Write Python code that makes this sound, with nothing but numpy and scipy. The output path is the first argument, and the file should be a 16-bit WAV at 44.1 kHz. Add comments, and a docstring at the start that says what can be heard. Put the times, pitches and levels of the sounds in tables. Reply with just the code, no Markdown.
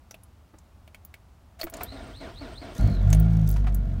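"""A key clicks round in the ignition and its bunch clinks: a cold start, heard from the driver's seat.
The starter labours with a swooping whine, slowing against each compression and speeding up after it.
The engine catches, flares and settles into a deep rumble, its firing harmonics booming in the cabin.
Grinding and clatter from the engine bay are coloured by the resonant panels of the bulkhead."""
import sys
import numpy as np
from scipy import signal
from scipy.fft import rfft, irfft
from scipy.io import wavfile
from scipy.ndimage import uniform_filter1d

SR = 44100
rng = np.random.default_rng(int(sys.argv[2]) if len(sys.argv) > 2 else 0)


def to_wav(s):
    """Save 16-bit WAV."""
    ch = np.atleast_2d(s).T  # columns
    pcm = np.round(np.clip(ch, -1, 1) * 32767)  # PCM
    wavfile.write(sys.argv[1], SR, pcm.astype(np.int16))


N = 176400
T = np.arange(N) / SR
HIT_T = T[:SR // 5]


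def amp(db):
    """Decibels to amplitude ratio."""
    return 10 ** (np.asarray(db) / 20)


def unit(x):
    """Normalisation to rms 1."""
    return x / np.sqrt(np.mean(x ** 2) + 1e-20)


def noise(n=N):
    """Gaussian white noise."""
    return rng.standard_normal(n)


def curve(rows, column=1):
    """Linear interpolation of a time table at every sample."""
    rows = np.array(rows)
    return np.interp(T, rows[:, 0], rows[:, column])


def add(mix, start_s, sound):
    """Superposition of a delayed sound."""
    part = mix[round(start_s * SR):][:len(sound)]
    part += sound[:len(part)]


def colour(x, points, tilt_db=0):
    """Spectral shaping with a tilt per octave, rms 1."""
    hz, db = np.transpose(points)
    octave = np.log2(np.fft.rfftfreq(len(x), 1 / SR) + 1)
    gain = amp(np.interp(octave, np.log2(hz + 1), db) + tilt_db * octave)
    return unit(irfft(rfft(x) * gain, len(x)))


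def peak(hz, skirt_db):
    """A spectral peak, skirt_db weaker an octave to either side."""
    return [(hz * 2 ** octave, -skirt_db * np.sqrt(abs(octave))) for octave in np.arange(-10, 2, 0.1)]


def wander(hz):
    """Random modulation: low-passed noise, rms 1."""
    return unit(irfft(rfft(noise()) / (1 + (np.fft.rfftfreq(N, 1 / SR) / hz) ** 4), N))


def gate(on, off, rise, fall):
    """Linear attack, hold and exponential release, in seconds."""
    return np.clip((T - on) / rise, 0, 1) * np.exp(-np.maximum(T - off, 0) / fall)


def resonate(x, hz, width_hz):
    """A double-pole resonance whose centre can glide, rms 1."""
    carrier = np.exp(2j * np.pi * np.cumsum(hz * np.ones(N)) / SR)
    pole = np.exp(-np.pi * width_hz / SR)
    return unit((carrier * signal.lfilter([1], [1, -2 * pole, pole ** 2], x / carrier)).real)


def highpass(x, hz):
    """Sixth-order bass cut."""
    return signal.sosfilt(signal.butter(6, hz, "high", fs=SR, output="sos"), x)


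def decay(t60):
    """Free decay of a hit: 60 dB in t60 seconds."""
    return amp(-60 * HIT_T / t60)


def ring(modes):
    """Modal vibration: damped sinusoids of random phase."""
    return sum(amp(db) * decay(t60) * np.sin(2 * np.pi * (hz * HIT_T + rng.random()))
               for hz, db, t60 in modes)


def cabin_echo(x, t60, wet_db):
    """Reverberation: dense reflections decay exponentially."""
    t = T[:SR // 4]
    tail = noise(len(t)) * amp(-60 * t / t60) * (t > 0.003)
    return x + amp(wet_db) * signal.fftconvolve(x, tail / np.linalg.norm(tail))[:N]


# murmur spectrum: frequency_hz, level_db
MURMUR_SPECTRUM = [(20, -26.5), (74, -3), (142, -21), (193, -19), (459, -32), (660, -27.5), (1330, -33),
                   (1650, -38.5), (12000, -52)]

def murmur():
    """Ambient noise: the parked car's surroundings, strongest in the bass."""
    return amp(-53.5) * colour(noise(), MURMUR_SPECTRUM)


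# detent clicks: start_s, level_db, pitch_hz, housing_db
LOCK_CLICKS = [(0.109,-40,5840,-18),(.142,-43.5,2770,-0.5),(.876,-52,2400,0),(.945,-42.5,2400,-11),(1.140,-42,2280,-16),(1.613,-29.5,4480,-3),(1.631,-32.5,2010,-0.5),(1.738,-36.5,6620,-12),(3.102,-38,7900,-17),(3.128,-25.5,6500,-7.5),(3.147,-36.5,9600,2.5)]
# click spectrum: frequency_hz, level_db
LOCK_SPECTRUM = [(200,1),(2700,2.5),(6200,-7),(16000,-5)]
# lock housing mode: pitch_hz, level_db, t60_s
HOUSING_MODES = [(637,2.5,0.057)]
CLICK_RISE_S = 0.0017

def lock():
    """Impact excitation: each detent gives a noise burst and rings the housing."""
    out, attack = np.zeros(N), np.minimum(HIT_T / CLICK_RISE_S, 1)
    for start, db, hz, housing_db in LOCK_CLICKS:
        broad = colour(noise(len(HIT_T)), LOCK_SPECTRUM)
        pitched = amp(2) * colour(noise(len(HIT_T)), peak(hz, skirt_db=25.5))
        click = (broad + pitched) * decay(t60=0.032)
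        add(out, start, amp(db) * attack * (click + amp(housing_db) * ring(HOUSING_MODES)))
    return out


# keys striking on their ring: start_s, level_db, pitch_hz
KEY_CLINKS = [(.234,-46,10300),(0.585,-48.5,7100),(1.049,-36.5,15000),(1.639,-24,15300),(1.698,-36,13300),(1.768,-38.5,7650),(1.833,-23.5,13000),(3.198,-29.5,15200),(3.489,-26,15600),(3.512,-32,13000),(3.745,-29.5,11830)]

def clinking_keys(t60=0.026, skirt_db=16.5):
    """Inharmonic modes: a struck key sounds three partials under a bright burst."""
    out, attack = np.zeros(N), np.minimum(HIT_T / CLICK_RISE_S, 1)
    for start, db, hz in KEY_CLINKS:
        pitches = [hz, *hz * rng.uniform(0.5, 1, size=2)]
        modes = [(f, -11 + skirt_db * np.log2(f / hz), t60) for f in pitches]
        burst = colour(noise(len(HIT_T)), peak(hz, skirt_db)) * decay(t60)
        add(out, start, amp(db) * attack * (burst + ring(modes)))
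    return out


# dull knocks: start_s, level_db, rise_s, tilt_db_per_octave, pitch_hz
DULL_KNOCKS = [(0.537,-47.5,0.0029,-3.5,310),(1.588,-41.5,0.014,7,688),(1.632,-31,0.013,-4,334),(1.667,-37,0.0027,0.5,659),(1.803,-31.5,0.009,0.5,726),(3.559,-40.5,0.0049,2.5,958),(3.641,-41,0.0024,-1.5,663),(3.666,-35,.006,0.5,732)]
# knock spectrum: frequency_hz, level_db
KNOCK_SPECTRUM = [(150,-7.5),(650,-3.5),(1350,-5.5),(2400,-13),(12000,-38.5)]

def knocks(t60=0.093):
    """Damped impacts: starter drive and cabin trim thud with noise and one tone."""
    out = np.zeros(N)
    for start, db, rise, tilt, hz in DULL_KNOCKS:
        burst = colour(noise(len(HIT_T)), KNOCK_SPECTRUM, tilt)
        tone = amp(1) * np.sin(2 * np.pi * hz * HIT_T)
        envelope = np.minimum(HIT_T / rise, amp(-60 * (HIT_T - rise) / t60))
        add(out, start, amp(db) * unit(burst + tone) * envelope)
    return out


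# keys rubbing: time_s, level_db
SLIDE_LEVEL = [(2.72,-69.5),(2.76,-50.5),(2.98,-66),(3.36,-62.5),(3.54,-56),(3.68,-73)]

def sliding_keys():
    """Friction noise: keys slide over one another with a flickering hiss."""
    hiss = colour(noise() * amp(5.55 * wander(hz=103)), peak(hz=6000, skirt_db=11))
    return hiss * amp(curve(SLIDE_LEVEL)) * (T > SLIDE_LEVEL[0][0])


# bulkhead resonances: pitch_hz, width_hz, level_db
PANEL_MODES = [(275.7,48,-18.5),(663,140,-6),(1410,60,-15.5),(2243,45,-22)]

def bulkhead(x, spectrum):
    """Panel transmission: engine bay sound takes a broad colour plus resonances."""
    return colour(x, spectrum) + sum(amp(db) * resonate(x, hz, width) for hz, width, db in PANEL_MODES)


# starter speed, as its gear whine: time_s, pitch_hz
WHINE_PITCH = [(1.78,2005),(1.885,3950),(1.94,4150),(2.0,3674),(2.1,2142),(2.16,3815),(2.21,4522),(2.305,2349),(2.41,4670),(2.51,2347),(2.61,4705),(2.71,2350),(2.805,4457),(2.92,4280),(3.1,3000)]
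# compressions loading the starter: start_s, length_s, level_db
COMPRESSIONS = [(1.719,0.13,-44.5),(1.916,0.2,-46.5),(2.202,0.099,-43.5),(2.406,0.12,-45),(2.612,0.11,-44),(2.745,0.17,-45.5)]
# engine rocking on its mounts: time_s, level_db
SHAKE_LEVEL = [(1.8,-46),(2.25,-46)]
# spectra of tooth hum, grinding, starter housing and rocking: frequency_hz, level_db
MESH_SPECTRUM = [(400,-4),(3000,-19)]
GRIND_SPECTRUM = [(88, -46), (150, -10.5), (270, -1), (514, -7.5), (790, -10.5), (2500, -20.5),
                  (4860, -26.5), (16000, -62)]
WHINE_SPECTRUM = [(2000,-29.5),(3700,-3.5),(4300,0.5),(4650,-8)]
SHAKE_SPECTRUM = [(18,-34),(40,4.5),(115,-1.5),(400,-47)]

def starter(on_s=1.732, off_s=2.735, coast_end_s=2.925, rise_s=0.011, sag_db_per_s=-15):
    """Gear noise under cyclic load: it grinds at each compression and whines in between."""
    pitch = uniform_filter1d(curve(WHINE_PITCH), size=SR // 30)
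    load = np.zeros(N)
    for start, length, db in COMPRESSIONS:
        sag_db = sag_db_per_s * np.clip(T - start, 0, length)
        load += amp(db + sag_db) * gate(start, start + length, rise_s, fall=0.022)
    strain = load / load.max()
    cranking = gate(on_s, off_s, rise_s, fall=rise_s)
    spinning = gate(on_s, coast_end_s, rise_s, fall=0.12)

    pulses = np.diff(np.floor(np.cumsum(pitch / 15) / SR), prepend=0)  # one per turn of 15 teeth
    drive = highpass(0.2 * colour(pulses - pulses.mean(), MESH_SPECTRUM) + noise(), hz=105)
    grind = bulkhead(drive, GRIND_SPECTRUM) * load
    free_spin = amp(-57) * colour(drive, GRIND_SPECTRUM, tilt_db=2.5)  # brighter without load
    trembling = resonate(noise(), pitch * (1 + 0.041 * wander(hz=400)), width_hz=200)
    whine = colour(trembling, WHINE_SPECTRUM) * amp(-58 - 6 * strain)
    subharmonic = amp(-57.5) * resonate(noise(), pitch / 2, width_hz=100) * strain
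    whistle = amp(-68) * resonate(noise(), hz=8140, width_hz=45)
    shake = colour(noise(), SHAKE_SPECTRUM) * amp(curve(SHAKE_LEVEL))
    return grind + (free_spin + whistle) * cranking + (whine + subharmonic + shake) * spinning


# firings per second: time_s, rate_hz
FIRING_RATE = [(2.88,52.03),(2.96,44.93),(3.12,51.6),(3.27,55.22),(3.41,53.91),(3.5,50.63),(3.68,49.45),(4,45.27)]
# lowest three harmonics in the cabin: time_s, first_db, second_db, third_db
BOOM_LEVELS = [(2.785,-54,-45,-57),(2.803,-21,-43,-45),(2.855,-16,-15,-32),(2.895,-31,-29.5,-29),(2.99,-21.5,-34.5,-45),(3.07,-19.5,-17.5,-26),(3.185,-15.5,-24.5,-20),(3.28,-22.5,-23.5,-23),(3.44,-24.5,-24,-22),(3.53,-20.5,-31.5,-32.5),(3.76,-21.5,-35.5,-41),(4,-31,-32,-36)]
# higher harmonics: harmonic_number, level_db
GROWL_LEVELS = [(4,-43),(5,-45.5),(6,-54),(10,-58),(15,-59)]
# combustion strength: time_s, gain_db
COMBUSTION = [(2.85,1),(2.98,-2),(3.13,0.5),(3.7,-8)]
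# rumble of unequal firings: time_s, level_db
RUMBLE_LEVEL = [(2.88,-29.5),(3.2,-38),(4,-33)]
# spectra of rumble and clatter: frequency_hz, level_db
RUMBLE_SPECTRUM = [(15,-33),(35,-2.5),(210,-4),(800,-65.5)]
CLATTER_SPECTRUM = [(180, -20), (300, -2), (700, -6), (1100, -11.5), (1520, -11), (2360, -19.5),
                    (4090, -23), (16000, -60)]

def engine(catch_s=2.8066, throb_depth=0.23):
    """Periodic excitation: firings form a harmonic series and modulate rumble and clatter."""
    firings = np.cumsum(curve(FIRING_RATE)) / SR
    firings -= np.interp(catch_s, T, firings)
    phase = 2 * np.pi * firings
    effort = amp(curve(COMBUSTION))
    running = gate(catch_s - 0.022, T[-1], rise=0.013, fall=1)

    boom = sum(-amp(curve(BOOM_LEVELS, column=k)) * np.cos(k * phase) for k in range(1, 4))
    growl = np.zeros(N)
    for k in range(4, 16):
        level_db = np.interp(k, *np.transpose(GROWL_LEVELS)) + 3.3 * wander(hz=12)
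        growl += amp(level_db) * np.cos(k * phase + 0.5 * wander(hz=11.7))
    harmonics = np.sqrt(2) * (boom + growl * effort)  # rms to peak

    throb = unit(1 + throb_depth * np.sin(phase))
    pulses = np.diff(np.floor(firings), prepend=np.floor(firings[0]))
    beats = unit(cabin_echo(pulses * amp(2 * wander(hz=42)), t60=0.091, wet_db=20))
    rumble = colour(throb * noise(), RUMBLE_SPECTRUM) * amp(curve(RUMBLE_LEVEL))
    rattle = bulkhead(0.35 * beats + throb * noise(), CLATTER_SPECTRUM)
    clatter = amp(-44.5) * effort * unit(highpass(rattle, hz=247))
    return running * (harmonics + rumble + clatter)


def scene():
    """Superposition of all sources at the driver's seat, in mono."""
    background = murmur()
    impacts = cabin_echo(lock() + clinking_keys() + knocks(), t60=0.07, wet_db=-12)
    return (background + impacts + sliding_keys() + starter() + engine())[None]


def record(dry):
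    """Band limiting: a linear-phase low-pass at 15.9 kHz."""
    lowpass = signal.firwin(511, 15900, window=("kaiser", 9), fs=SR)
    return signal.oaconvolve(dry, lowpass[None], "same")


dry = scene()
out = record(dry)
to_wav(out)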